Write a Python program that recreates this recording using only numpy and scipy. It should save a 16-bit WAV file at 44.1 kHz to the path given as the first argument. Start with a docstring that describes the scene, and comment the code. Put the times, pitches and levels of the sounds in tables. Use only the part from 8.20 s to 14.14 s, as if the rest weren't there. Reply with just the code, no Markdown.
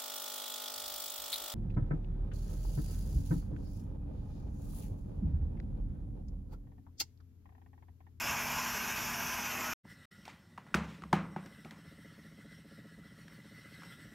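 """A steam mop on a hard floor, close to a mono phone microphone: steam hisses out under the pad and the
heater hums. After a short silence, a garage: a steamer's pump thuds fifteen times a second under a thin
nozzle hiss, while its plastic case knocks, clatters and drags on concrete and the walls answer.
Just after the garage comes in, the sound drops out once more for a moment."""
import sys
import numpy as np
from scipy import signal
from scipy.fft import rfft, irfft, next_fast_len
from scipy.io import wavfile
from scipy.ndimage import uniform_filter1d, map_coordinates

SR = 44100
rng = np.random.default_rng(int(sys.argv[2]) if len(sys.argv) > 2 else 0)


def transcribe(signal):
    """Save signal, clipped to [-1, 1], as a 16-bit WAV file at the path in sys.argv[1]."""
    frames = np.atleast_2d(signal).T
    limited = np.clip(frames, -1, 1)
    pcm = np.round(limited * 32767).astype(np.int16)
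    wavfile.write(sys.argv[1], SR, pcm)


N = 261954
TIME = np.arange(N) / SR

# how hard the steamer works: t/s, steam level/dB, pump level/dB
STEAMER_LEVELS = [(1.645, -73.5, -61), (1.705, -58, -59.5), (1.75, -68.5, -69), (1.85, -63.5, -68.5),
                  (2.0, -64.5, -63.5), (2.28, -74, -79), (2.45, -75.5, -66), (2.55, -70.5, -57.5),
                  (3.17, -69.5, -57.5), (3.24, -62.5, -55), (3.4, -65.5, -59), (3.75, -65.5, -56.5),
                  (4.2, -65, -58), (4.8, -67, -57), (5.05, -64.5, -60), (5.3, -62.5, -57.5),
                  (5.65, -58, -60), (5.94, -61.5, -58)]
PUMP_HZ, PUMP_START_S = 15, 1.644


def amp(db):
    """Decibels to gain."""
    return 10 ** (np.asarray(db) / 20)


def unit(x):
    """Scaled to rms 1."""
    return x / np.sqrt(np.mean(x ** 2) + 1e-20)


def along(points, hz):
    """Join (f/Hz, value) points on a log frequency axis."""
    f, values = np.transpose(points)
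    return np.interp(np.log(hz + 1), np.log(f + 1), values)


def curves(rows):
    """One value per sample for each column after the time."""
    times, *columns = np.transpose(rows)
    return [np.interp(TIME, times, column) for column in columns]


def wobble(rate):
    """A smooth random curve, rate knots a second."""
    return map_coordinates(rng.standard_normal(int(N * rate / SR) + 4), [TIME * rate])


def filtered(x, response):
    """x shaped by a frequency response."""
    size = next_fast_len(len(x) + 8192)
    return irfft(rfft(x, size) * response(np.fft.rfftfreq(size, 1 / SR)), size)[:len(x)]


def resonant(modes, power=1):
    """The response of (f/Hz, width/Hz, level/dB) resonances, raised to a power."""
    return lambda f: sum((-1) ** k * amp(db) * 1j * f * width / (hz * hz - f * f + 1j * f * width)
                         for k, (hz, width, db) in enumerate(modes)) ** power


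def coloured(points):
    """The response of a (f/Hz, level/dB) spectrum."""
    return lambda hz: amp(along(points, hz))


def rush(response, patchy_db):
    """Coloured noise of rms 1 with patches of random gain in time and frequency."""
    spectra = signal.stft(rng.standard_normal(N), nperseg=512)[2]
    patches = uniform_filter1d(rng.standard_normal(spectra.shape), size=5, axis=0)
    patches = unit(uniform_filter1d(patches, size=10, axis=1))
    noise = signal.istft(spectra * amp(patchy_db * patches), nperseg=512)[1][:N]
    return unit(filtered(noise, response))


def ringing(hz, db, t60, rise, t):
    """One damped mode that swells first."""
    return amp(db - 60 * t / t60) * np.sin(2 * np.pi * hz * t) * (1 - np.exp(-t / max(rise, 1e-4)))


def indoors(x, t60, wet_db):
    """A sound plus its reflections, at rms 1; they drift as source and microphone move."""
    t = np.arange(SR // 2) / SR
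    tails = rng.standard_normal((2, len(t))) * amp(-60 * t / t60)
    here, there = signal.fftconvolve(x[None], tails / np.linalg.norm(tails[0]), axes=1)[:, :N]
    turn = 1.75 * wobble(2.492)
    return unit(x + amp(wet_db) * (np.cos(turn) * here + np.sin(turn) * there))


def mop_steam():
    """Steam rushes out under the pad, close up, and sinks as the mop draws away from the microphone."""
    # spectra of the steam jet, its fizz and its rumble: f/Hz, level/dB
    jet_colour = [(160, -37), (280, -7.5), (404, -10), (427, -8), (543, -13.5), (638, -2), (699, -5.5),
                  (996, 0), (1590, -2), (2070, -4), (2540, 0.5), (3840, -17), (4300, -43), (5590, -44.5),
                  (9460, -120)]
    fizz_colour = [(2240, -24), (3800, -19), (4180, -11), (4790, -7), (5240, 0), (5980, 0.5), (7150, -5),
                   (8050, -15), (9130, -20), (10700, -9), (11800, -13), (13100, -0.5), (13600, -6.5),
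                   (14600, -15), (15800, -24)]
    rumble_colour = [(12, -38), (20, -19), (48, -7.5), (209, -5.5), (238, -6), (277, -18), (330, -12.5),
                     (430, -43.5), (730, -120)]
    # the cavity under the mop head: f/Hz, width/Hz, level/dB
    cavity = [(810, 140, -1), (1080, 180, 0)]
    start_db, fade_db_per_s = -39, 2
    hollow_db = -14.5 + 10 * np.exp(-((TIME - 0.32) / 0.14) ** 2)  # swells once, early in the stroke
    hollow = amp(hollow_db) * indoors(rush(resonant(cavity, power=2), patchy_db=2.5), t60=0.3, wet_db=-2.5)
    sputter = amp(0.67 * wobble(40.4))  # droplets make the flow uneven
    jet = amp(1.5) * indoors(rush(coloured(jet_colour), patchy_db=1.2), t60=0.3, wet_db=-2.5)
    fizz = amp(-2) * indoors(rush(coloured(fizz_colour), patchy_db=1.75), t60=0.16, wet_db=-8.5)
    rumble = amp(-10) * rush(coloured(rumble_colour), patchy_db=-0.5)
    return amp(start_db - fade_db_per_s * TIME) * (sputter * (jet + fizz + hollow) + rumble)


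def mop_whistles():
    """Narrow bands of noise ride on the steam as unsteady tones."""
    # whistles: f/Hz, width/Hz, level/dB
    tones = [(439.5, 2.1, -65.5), (622, 12, -62.5), (906, 9, -72), (1028, 8.1, -55.5), (1453, 30, -51.5)]
    return sum(amp(db) * rush(resonant([(hz, width, 0)]), patchy_db=4) for hz, width, db in tones)


def heater_hum(hz=241.2, db=-52):
    """Mains hum of the mop's heater, wavering a little in level."""
    return amp(db + 1.2 * wobble(6)) * np.sin(2 * np.pi * hz * TIME)


def garage_air(db=-60, rise_from_s=5.19, rise_db_per_s=7):
    """Room tone: a low rumble that grows towards the end."""
    # rumble spectrum: f/Hz, level/dB
    colour = [(12, -53), (20, -13), (161, 1.5), (305, -13), (375, -14), (426, -36), (484, -21), (549, -18),
              (900, -36), (1170, -65), (1980, -120)]
    level = amp(db + rise_db_per_s * np.maximum(TIME - rise_from_s, 0))
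    return level * rush(coloured(colour), patchy_db=1.5)


def mic_hiss():
    """The microphone's faint noise floor in the garage."""
    # hiss spectrum: f/Hz, level/dB
    colour = [(350, -58), (600, -14), (943, -6.5), (1020, -6), (1870, -17.5), (2980, -15), (3230, -16),
              (15800, -31)]
    return amp(-74.5) * rush(coloured(colour), patchy_db=1.5)


def nozzle():
    """Steam whines and hisses through the steamer's nozzle; each pump stroke pushes a puff."""
    # lower and upper nozzle resonances: f/Hz, width/Hz, level/dB
    whine_modes = [(1050, 220, -13.5), (1392, 246, -2.5), (1672, 174, -1), (1999, 180, -0.5)]
    sizzle_modes = [(3010, 520, -4.5), (5440, 700, -1.5), (8540, 2200, -6)]
    # steam hiss spectrum: f/Hz, level/dB
    hiss_colour = [(1380, -22), (2350, -6), (2910, 1), (3340, -1.5), (4340, -2), (4820, -12), (5390, -0.5),
                   (6680, -29.5), (7230, -12.5), (8350, -7.5), (9560, -10), (10400, -17), (13300, -13),
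                   (15800, -19.5)]
    steam_db, _ = curves(STEAMER_LEVELS)
    usual_steam_db = -64.5
    hiss_db = -69.5 + 1.04 * (steam_db - usual_steam_db)
    puffs = np.cos(2 * np.pi * PUMP_HZ * (TIME - PUMP_START_S - 0.02))
    gust = wobble(22) + 0.37 * puffs
    whine = indoors(rush(resonant(whine_modes, power=2), patchy_db=2.5), t60=0.3, wet_db=-3)
    hiss = rush(coloured(hiss_colour), patchy_db=2.5)
    sizzle = amp(-7) * rush(resonant(sizzle_modes, power=2), patchy_db=4.5)
    spray = indoors(hiss + sizzle, t60=0.13, wet_db=-3.5)
    return amp(steam_db + 1.47 * gust) * whine + amp(hiss_db + 1.3 * gust) * spray


def pump(jitter_s=0.0005, spread_db=1.5):
    """Nearly even pump strokes set the steamer's housing ringing."""
    # housing modes: f/Hz, level/dB, t60/s, delay/s, rise/s
    housing = [(121, -8.5, 0.2, 0.0114, 0.0036), (163.3, -0.5, 0.31, 0.01825, .012),
               (212.3, 1.5, 0.14, 0.00039, 0.0048), (290.4, 0, 0.083, 0.01082, 0.0029),
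               (431.4, -7, 0.093, 0.00062, 0.0017), (553.6, -6, 0.062, 0.00495, 0.0014),
               (670, -11.5, 0.053, 0.00309, 0.00078)]
    _, pump_db = curves(STEAMER_LEVELS)
    t = np.arange(SR // 3) / SR
    thud = sum(ringing(hz, db, t60, rise, np.maximum(t - delay, 0)) for hz, db, t60, delay, rise in housing)
    starts = np.arange(PUMP_START_S * SR, N - 1, SR / PUMP_HZ)
    late, force = rng.standard_normal((len(starts), 2)).T
    strokes = np.zeros(N + SR)
    strokes[(starts + jitter_s * SR * late).astype(int)] = amp(spread_db * force)
    return amp(pump_db) * unit(signal.fftconvolve(strokes, thud)[:N])


def knocks():
    """The case hits concrete: a short shell ring, a click, the hollow body, the slab, then the walls."""
    # contacts: t/s, level/dB, shell f/Hz, then relative to that level: click/dB, body/dB, slab/dB, walls/dB
    contacts = [(1.652, -50.5, 918, -11, -2, -17, -23), (2.053, -47, 2400, 9, -21, -37, -12),
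                (2.079, -36.5, 840, 0, -30, -40, -26), (2.087, -45.5, 890, -14, -20, -29, -33),
                (2.100, -49, 1820, -16, -14, -35, -36), (2.137, -49, 2000, -17, -14, -29, -27),
                (2.377, -36.5, 1250, -7, -27, -44, -25), (2.381, -32.5, 980, -20, -18, -37, -36),
                (2.466, -49, 945, -17, -12, -19, -15), (2.5425, -13, 1450, -6.5, -26, -34, -25.5),
                (2.546, -20, 1900, 3, -2.5, -22.5, -27.5), (2.821, -40, 1370, -3, -4, -16, -23),
                (2.837, -31.5, 1170, -13, -22, -30, -39), (2.9286, -17, 1120, -3, -13, -34, -29),
                (2.9313, -11, 880, -23, -6.5, -54, -26), (3.163, -26.5, 860, -23, -4.5, -46, -26.5),
                (3.26, -44.5, 1730, 4, -1, -20, -20), (3.448, -40, 2240, -7, -5.5, -22, -24),
                (3.456, -44, 740, -11, 0, -15.5, -20), (3.509, -37.5, 1970, 0.5, -23, -30, -22.5),
                (5.081, -41.5, 1690, 2, -16, -29, -30), (5.6205, -42.5, 1170, -14, -18, -35, -20),
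                (5.634, -38.5, 1380, -13, -21, -38, -30)]
    # modes of the hollow case, and of the floor with what stands on it: f/Hz, level/dB, t60/s
    body_modes = [(178.2, -1.5, 0.099), (164.5, -9.5, 0.55), (191.7, -7.5, 0.43), (357, 2, 0.043),
                  (634, -25, 0.095), (776, -12.5, 0.084), (1274, -8.5, 0.058)]
    slab_modes = [(69, 9, 0.41), (88, -31, .25), (218.6, 11.5, 0.36), (290, -32, 0.42)]
    out, t = np.zeros(N + SR), np.arange(SR) / SR
    click_band = signal.butter(2, [1500, 5500], "bandpass", fs=SR)
    for start, db, shell_hz, click_db, body_db, slab_db, walls_db in contacts:
        shell_t60 = 0.013 * (1000 / shell_hz) ** 0.77  # a higher ring dies sooner
        shell = ringing(shell_hz, 3.47, shell_t60, 0.00061, t)
        shell += ringing(1.69 * shell_hz, -4, 0.54 * shell_t60, 0.00025, t)
        click_shape = amp(click_db - 60 * t / 0.013) * (1 - np.exp(-t / 0.00094))
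        click = signal.lfilter(*click_band, click_shape * rng.standard_normal(len(t)))
        body = sum(ringing(hz, body_db + level, t60, 0.0048, t) for hz, level, t60 in body_modes)
        slab = sum(ringing(hz, slab_db + level, t60, 0.027, t) for hz, level, t60 in slab_modes)
        answer = amp(walls_db) * walls(tilt_db_per_octave=2 * np.log2(shell_hz / 1270))
        out[round(start * SR):][:len(t)] += amp(db) * (shell + click + body + slab + answer)
    return out[:N]


def walls(tilt_db_per_octave):
    """The garage's reverberant tail after one knock; each frequency dies at its own speed."""
    # reverberation time: f/Hz, t60/s
    decay = [(100, 0.97), (250, 0.71), (600, 0.43), (1200, 0.5), (3000, 0.3), (6000, 0.34), (12000, 0.11)]
    # spectrum of the reflections: f/Hz, level/dB
    colour = [(60, -51), (180, 7), (400, -3.5), (1000, 2.5), (2500, -4.5), (5000, -20), (9000, -24),
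              (15000, -26.5)]
    hz, frame_s, spectra = signal.stft(rng.standard_normal(SR), SR, nperseg=256)
    colour_db = along(colour, hz) + tilt_db_per_octave * np.log2((hz + 1) / 1000)
    spectra *= amp(colour_db[:, None] - 60 * frame_s / along(decay, hz)[:, None])
    tail = signal.istft(spectra, SR, nperseg=256)[1][:SR]
    early_rms = np.sqrt(np.mean(tail[:SR // 20] ** 2))
    return tail / early_rms * (1 - np.exp(-TIME[:SR] / 0.0005))


def scuff(attack_db_per_s=450, release_db_per_s=150):
    """Plastic slides unevenly over rough concrete: each drag swells fast, holds and trails off."""
    # drags of the case: t/s, hold/s, level/dB
    drags = [(2.084, 0.0067, -62), (2.63, 0.12, -61)]
    # spectrum of the grit: f/Hz, level/dB
    grit = [(600, -18), (1200, -2), (2500, 5.5), (4600, -5.5), (7000, -10.5), (12000, -24)]
    level = sum(amp(db - attack_db_per_s * np.maximum(start - TIME, 0)
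                    - release_db_per_s * np.maximum(TIME - start - hold, 0)) for start, hold, db in drags)
    return level * amp(1.9 * wobble(60)) * rush(coloured(grit), patchy_db=-1.0)


def scene(garage_from_s=1.6):
    """The mop's room, then the garage; one microphone feeds both channels."""
    # response of the microphone as held in the garage: f/Hz, gain/dB
    mic = [(20, -38), (45, -1.5), (9700, 1.5), (10350, -1.5), (11000, 2)]
    garage = pump() + garage_air() + nozzle() + knocks() + scuff() + mic_hiss()
    mop = mop_steam() + mop_whistles() + heater_hum()
    sound = np.where(TIME < garage_from_s, mop, filtered(garage, coloured(mic)))
    return np.array([sound, sound])


def record(dry, top_hz=15750):
    """The sound cuts off and fades back in twice; nothing passes above the band limit."""
    # stretches with sound: from/s, to/s, fade-in/s
    stretches = [(-1, 1.535, .001), (1.633, 1.855, 0.017), (1.907, 7, 0.0082)]
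    gate = sum(np.clip((TIME - start) / fade, 0, 1) ** 2 * (TIME < end) for start, end, fade in stretches)
    return np.array([filtered(gate * channel, lambda hz: hz < top_hz) for channel in dry])


dry = scene()
out = record(dry)
transcribe(out)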